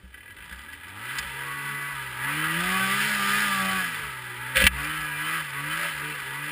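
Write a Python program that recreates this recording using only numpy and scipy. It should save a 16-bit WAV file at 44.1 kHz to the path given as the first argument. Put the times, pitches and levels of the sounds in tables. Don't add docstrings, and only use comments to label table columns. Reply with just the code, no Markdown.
import sys
import numpy as np
from scipy import signal
from scipy.io import wavfile

SR = 44100
rng = np.random.default_rng(int(sys.argv[2]) if len(sys.argv) > 2 else 0)


def invert_db(level):
    return 10 ** (np.asarray(level, dtype=float) / 20)


def materialize(psi):
    bounded = np.clip(np.atleast_2d(psi).T, -1, 1)
    quanta = np.round(bounded * 32767).astype(np.int16)
    wavfile.write(sys.argv[1], SR, quanta)


N = 287091

# (time [s], firing rate [firings/s])
THROTTLE_MOVES = [(0.0, 38.6), (0.09, 44.5), (0.278, 63.6), (0.507, 87.1), (0.812, 113.4), (0.953, 152.9),
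                  (1.155, 110.4), (1.234, 142.3), (1.886, 120.4), (2.158, 164.2), (2.505, 197.0),
                  (2.703, 193.1), (2.864, 218.5), (3.054, 188.3), (3.199, 212.9), (3.395, 182.4),
                  (3.51, 189.6), (3.763, 138.8), (3.97, 119.7), (4.348, 133.8), (4.712, 165.0),
                  (4.898, 146.0), (5.15, 169.7), (5.349, 112.7), (5.48, 158.0), (5.63, 174.9),
                  (5.827, 115.7), (5.93, 159.5), (6.086, 117.2), (6.231, 155.5)]
# (firing tone [dB], roar [dB])
ENGINE_EFFORT = [(-78, -49), (-75, -41.5), (-57, -35.5), (-56.5, -39.5), (-48.5, -38), (-50, -32.5),
                 (-61, -33), (-46, -35), (-48, -34.5), (-38.5, -29), (-34, -27.5), (-36.5, -28),
                 (-38.5, -26), (-38, -27.5), (-37.5, -25.5), (-39.5, -28), (-35.5, -29), (-50, -31.5),
                 (-47.5, -35.5), (-45, -35.5), (-42, -31), (-43.5, -34), (-44, -29.5), (-49.5, -35.5),
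                 (-41, -34.5), (-44.5, -28.5), (-51, -33), (-43, -34), (-52.5, -33.5), (-46, -34)]
# (crank order [per turn], level over the third tone [dB])
WEAK_ORDERS = [
    (1, -7),
    (3, -2),
    (5, -4.5),
    (7, -2.5),
    (8, -7.5),
    (9, -7),
    (10, -6),
    (11, -13),
]
# (crank order [per turn], resonance [Hz], half width [Hz], level over the roar [dB])
SINGING_ORDERS = [(8, 750, 50, -18), (12, 1175, 65, -5), (13, 1250, 50, -12), (14, 1130, 50, -15),
                  (16, 1130, 25, -8), (16, 1290, 60, -11), (17, 1330, 40, -14), (17, 1745, 30, -9),
                  (18, 1730, 25, -11), (21, 1485, 22, -8), (24, 1697, 25, -5), (24, 1975, 80, -4),
                  (28, 1980, 25, -6), (32, 2400, 35, -11), (39, 3050, 60, -8)]
# (time [s], peak level [dB], time to fade by 60 dB [s])
IDLE_POPS = [(0.1068, -62, 0.06), (0.1218, -49, 0.042), (0.141, -34, 0.036), (0.1714, -36.5, 0.041),
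             (0.2047, -39, 0.045), (0.229, -40, 0.045), (0.2555, -36, 0.037), (0.2774, -37, 0.044),
             (0.3047, -36, 0.05), (0.4001, -49, 0.097), (0.4929, -44, 0.048), (0.523, -29.5, 0.022),
             (0.628, -40, 0.044), (0.68, -38, 0.045), (0.7293, -31.5, 0.043), (0.7818, -49, 0.06),
             (0.8162, -44, 0.067), (0.831, -34, 0.061), (0.8985, -42, 0.055)]
# (time [s], lugs per firing [ratio], level [dB])
TRACK_LUGS = [
    (2.6, .57, -73),
    (2.724, .583, -55),
    (2.792, .651, -43.5),
    (3.064, .69, -46.5),
    (3.25, .683, -46),
    (3.422, .716, -46.5),
    (3.6, .689, -47.5),
    (3.864, .70, -51),
    (4.04, .648, -58),
]
# (time [s], level [dB])
BRANCH_RUB = [
    (4.546, -45),
    (4.556, -27),
    (4.59, -22),
    (4.625, -21.5),
    (4.637, -30),
    (4.645, -26),
    (4.663, -31),
    (4.679, -35),
    (4.683, -60),
]
# (time [s], peak level [dB], time to fade by 60 dB [s])
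BRANCH_CATCHES = [(4.558, -11, .05), (4.569, -8, .045), (4.576, -12, .04), (4.586, -13, .05),
                  (4.601, -12, .05), (4.61, -14, .05), (4.621, -11, .06), (4.6405, -4, .03),
                  (4.652, -12, .03), (4.657, -11, .03), (4.6672, 7, .028), (4.6705, 2, .025),
                  (4.675, -8, .025)]
# (time [s], peak level [dB], time to fade by 60 dB [s])
SHELL_TICKS = [(0.142, -42, 0.03), (0.3057, -37, 0.015), (0.4534, -40, 0.03), (0.4938, -37, 0.03),
               (0.5237, -34, 0.038), (0.5591, -38, 0.03), (0.5846, -38, 0.04), (0.615, -36, 0.04),
               (0.729, -36, 0.034), (0.883, -34.5, 0.03), (1.1841, -15, 0.045), (1.19, -26, 0.03),
               (4.7197, -33, 0.03), (4.7875, -29, 0.03), (4.8294, -27, 0.02), (4.844, -24, 0.025),
               (5.0055, -29, 0.026), (5.015, -33, 0.027), (5.5025, -32, 0.03), (5.658, -34.5, 0.03)]
# (frequency [Hz], width [Hz], boost or cut [dB])
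HOUSING_RINGS = [(563, 41, 12.5), (942, 198, 9), (1088, 92, -19.5), (1184, 124, 11.5), (1306, 14, 10.5),
                 (1525, 124, 8), (1660, 76, 8.5), (1971, 204, 9), (2304, 85, 4.5), (2463, 68, 7.5),
                 (2675, 57, 7), (3025, 290, 5.5), (3457, 66, 8.5), (4980, 830, 3),
                 (1685, 40, 6),
    (1980, 45, 4),
    (3070, 80, 3),
]
# (frequency [Hz], level [dB], time to fade by 60 dB [s])
MOUNT_HUMS = [
    (62.5, -6, .5),
    (186, -13, .2),
    (523, -20, .12),
]
# (time [s], peak level [dB])
MOUNT_BUMPS = [(0.034, -32.5), (0.233, -53), (0.513, -33), (1.19, -34), (1.248, -31.5), (1.92, -43),
               (2.12, -41), (2.638, -39), (3.849, -51), (4.029, -36), (4.567, -20), (4.597, -40),
               (4.636, -8), (4.661, -8.5), (4.983, -35), (5.669, -49), (5.99, -48)]

CLEAR_DB = -6
MISFIRE_BELOW_DB = -45
GAS_S = 0.04


def rms_one(x):
    return x / np.sqrt(np.mean(x ** 2) + 1e-20)


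def in_time(rows, **ends):
    s, *columns = np.transpose(rows)
    return [np.interp(np.arange(N) / SR, s, column, **ends) for column in columns]


def drift(rate):
    r = np.exp(-80 * np.pi * rate / SR)
    slow = signal.lfilter([1], [1, -2 * r, r * r], rng.standard_normal(N // 40 + 2002))
    slow = slow[2000:]
    return np.interp(np.arange(N) / 40, np.arange(len(slow)), rms_one(slow))


def passed(x, hz, kind, order=2):
    return signal.sosfilt(signal.butter(order, hz, kind, fs=SR, output="sos"), x)


def noise_band(low_hz, high_hz, order=2):
    return rms_one(passed(rng.standard_normal(N), [low_hz, high_hz], "band", order))


def housing(x):
    for hz, width_hz, db in HOUSING_RINGS:
        g = invert_db(db / 2)
        a = np.pi * width_hz / SR
        c = -2 * np.cos(2 * np.pi * hz / SR)
        x = signal.lfilter([1 + a * g, c, 1 - a * g], [1 + a / g, c, 1 - a / g], x)
    return x


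def blows(events, low_hz, high_hz, gain_db, rise_s, snap=0):
    white, force = rng.standard_normal(N), np.zeros(N)
    for s, db, t60 in events:
        i = round(s * SR)
        after = np.arange(min(N - i, round(.08 * SR))) / SR
        fade_db = -60 * after / np.clip(t60, .005, .1)
        envelope = invert_db(db + gain_db + fade_db) * np.tanh(after / rise_s)
        force[i:i + len(after)] += envelope * white[i:i + len(after)]
        force[i] += snap * invert_db(db + gain_db)
    both = np.array([white, force + 1e-18])
    steady, struck = housing(passed(both, [low_hz, high_hz], "band"))
    return struck / np.std(steady)


def follow(column, lag_s):
    rows = np.hstack([THROTTLE_MOVES, ENGINE_EFFORT])
    held = rows[np.searchsorted(rows[1:, 0], np.arange(N) / SR), column]
    r = np.exp(-1 / (lag_s * SR))
    return held[0] + signal.lfilter([(1 - r) ** 2], [1, -2 * r, r * r], held - held[0])


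def controls():
    firing = follow(column=1, lag_s=0.0839)
    tone_db, roar_db = follow(column=2, lag_s=GAS_S), follow(column=3, lag_s=GAS_S)
    full_pull = 5.9
    pull = np.tanh((follow(column=1, lag_s=GAS_S) - firing) / full_pull)
    clear_db = CLEAR_DB - 1.5 * np.maximum(MISFIRE_BELOW_DB - tone_db, 0)
    return firing, pull, tone_db, roar_db, clear_db


def wavering(order, crank, level_db, waver_db, rate=5):
    level = invert_db(level_db + 3 + waver_db * drift(rate))
    return level * np.sin(order * crank + rng.uniform(0, 2 * np.pi))


def firing_tones(firing, crank, pull, tone_db, clear_db):
    pipe_db = 9 * np.exp(-((2 * firing - 308) / 28) ** 2)
    second_db = tone_db - 14.5 + 4 * pull + pipe_db
    third_db = -59 + 0.39 * (tone_db - MISFIRE_BELOW_DB)
    low = wavering(2, crank, tone_db, waver_db=1.1)
    low += wavering(4, crank, second_db, waver_db=1.5)
    low += wavering(6, crank, third_db, waver_db=4.5)
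    for order, db in WEAK_ORDERS:
        low += wavering(order, crank, third_db + db + 0.32 * clear_db, waver_db=6.0)
    return low


def exhaust_roar(firing, crank, roar_db, clear_db):
    lines = 0
    for order in range(13, 41):
        cylinder_db = -2.5 * (order % 2)
        lines = lines + wavering(order, crank, cylinder_db - order / 6, waver_db=3.6, rate=8)
    firings = crank / np.pi
    since_firing = (firings % 1) / firing
    strength = invert_db(2.7 * rng.standard_normal(int(firings[-1]) + 1))[firings.astype(int)]
    steady = np.minimum(firing / 130, 1) ** 1.5
    hiss = rng.standard_normal(N) * (steady + strength * np.exp(-since_firing / .009))
    bright = invert_db(clear_db - 1) * rms_one(lines) + rms_one(hiss)
    bright = passed(bright, 847, "high", order=3)
    bright = passed(passed(bright, 3184, "low"), 4900, "low", order=3)
    rasp_db = -17 + 0.1319 * (follow(column=1, lag_s=0.11) - 150)
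    fresh_hiss = hiss * rng.choice([-1, 1], N)
    bright += invert_db(rasp_db) * passed(fresh_hiss, [3700, 5450], "band", order=3)
    dull = invert_db(-10.5) * passed(hiss, [150, 1000], "band", order=1)
    return invert_db(roar_db) * rms_one(housing(bright + dull))


def faint_hiss():
    return invert_db(-59.0) * rms_one(housing(noise_band(900, 3600)))


def whine(firing, crank, roar_db, clear_db):
    out = 0
    for order, hz, width_hz, db in SINGING_ORDERS:
        ring = np.exp(-((order * firing / 2 - hz) / width_hz) ** 4)
        level_db = roar_db + db + 3.2 + 1.1 * (clear_db - CLEAR_DB) + 2.0 * drift(9)
        out = out + ring * invert_db(level_db) * np.sin(order * crank)
    return out


def sputter():
    return housing(blows(IDLE_POPS, low_hz=1450, high_hz=2900, gain_db=-7, rise_s=.003))


def track(firing):
    ratio, _ = in_time(TRACK_LUGS)
    _, db = in_time(TRACK_LUGS, left=-88, right=-90)
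    return invert_db(db + 2 + 3.4 * drift(8.2)) * np.sin(2 * np.pi * np.cumsum(ratio * firing) / SR)


def branch():
    db, = in_time(BRANCH_RUB, left=-120, right=-120)
    rough = invert_db(db + 2.5 * drift(120))
    rub = rms_one(housing(noise_band(1300, 3000, order=3)))
    boom = invert_db(-12) * noise_band(495, 560)
    thud = invert_db(-16.5) * noise_band(150, 230)
    rasp = invert_db(-15.0) * noise_band(4000, 4350, order=1)
    catches = blows(BRANCH_CATCHES, low_hz=1500, high_hz=3500, gain_db=-6.5, rise_s=.0005, snap=5)
    return rough * (rub + boom + thud + rasp) + catches


def shell_ticks():
    taps = blows(SHELL_TICKS, low_hz=1590, high_hz=4000, gain_db=-8, rise_s=0.001, snap=3.0)
    pings = blows(SHELL_TICKS, low_hz=4600, high_hz=5200, gain_db=-13, rise_s=0.0018)
    return taps + pings


def mount(roar_db):
    branch_db, = in_time(BRANCH_RUB, left=-120, right=-120)
    shaking = invert_db(roar_db * 0.36 - 78 + 4.8 * drift(6.7)) + invert_db(branch_db - 47)
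    push, out = np.zeros(N), 0
    for s, db in MOUNT_BUMPS:
        push[round(s * SR)] = invert_db(db)
    push = passed(push, 390, "low") + shaking * rng.standard_normal(N)
    for hz, db, t60 in MOUNT_HUMS:
        r, w = invert_db(-60 / (t60 * SR)), 2 * np.pi * hz / SR
        out = out + signal.lfilter([0, invert_db(db) * np.sin(w)], [1, -2 * r * np.cos(w), r * r], push)
    return passed(passed(out, 700, "low"), 48, "high")


def wind_and_snow():
    wind = noise_band(50, 110, order=3) * invert_db(-63 + 3.5 * drift(2.5))
    snow = noise_band(150, 480) * invert_db(-64 + 2.5 * drift(4))
    return passed(wind + snow, 48, "high")


def scene():
    firing, pull, tone_db, roar_db, clear_db = controls()
    crank = np.pi * np.cumsum(firing) / SR
    mix = firing_tones(firing, crank, pull, tone_db, clear_db)
    mix += exhaust_roar(firing, crank, roar_db, clear_db) + faint_hiss()
    mix += whine(firing, crank, roar_db, clear_db) + sputter() + track(firing)
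    mix += branch() + shell_ticks() + mount(roar_db) + wind_and_snow()
    return mix[None]


def low_pass(x):
    return signal.sosfilt(signal.butter(12, 16300, fs=SR, output="sos"), x)


def record(dry):
    level_db = 20 * np.log10(np.abs(dry[0]) + 1e-9)
    fall_db = 260 * np.arange(N) / SR
    peak_db = np.maximum.accumulate(level_db + fall_db) - fall_db
    over_db = np.maximum(peak_db + 10.5, 0)
    lag = np.exp(-1 / (0.008 * SR))
    duck_db = -.7 * signal.lfilter([1 - lag], [1, -lag], over_db)
    x = np.clip(dry[0] * invert_db(duck_db), -.98, .98)
    slow = signal.resample_poly(x, 40, 147)
    held = signal.resample_poly(np.repeat(slow, 4), 147, 160)[:N]
    held = np.pad(held, (0, N - len(held)))
    steep = signal.cheby2(18, 25, 15480, fs=SR, output="sos")
    finished = signal.sosfiltfilt(steep, held)
    return low_pass(finished[None])


dry = scene()
out = record(dry)
materialize(out)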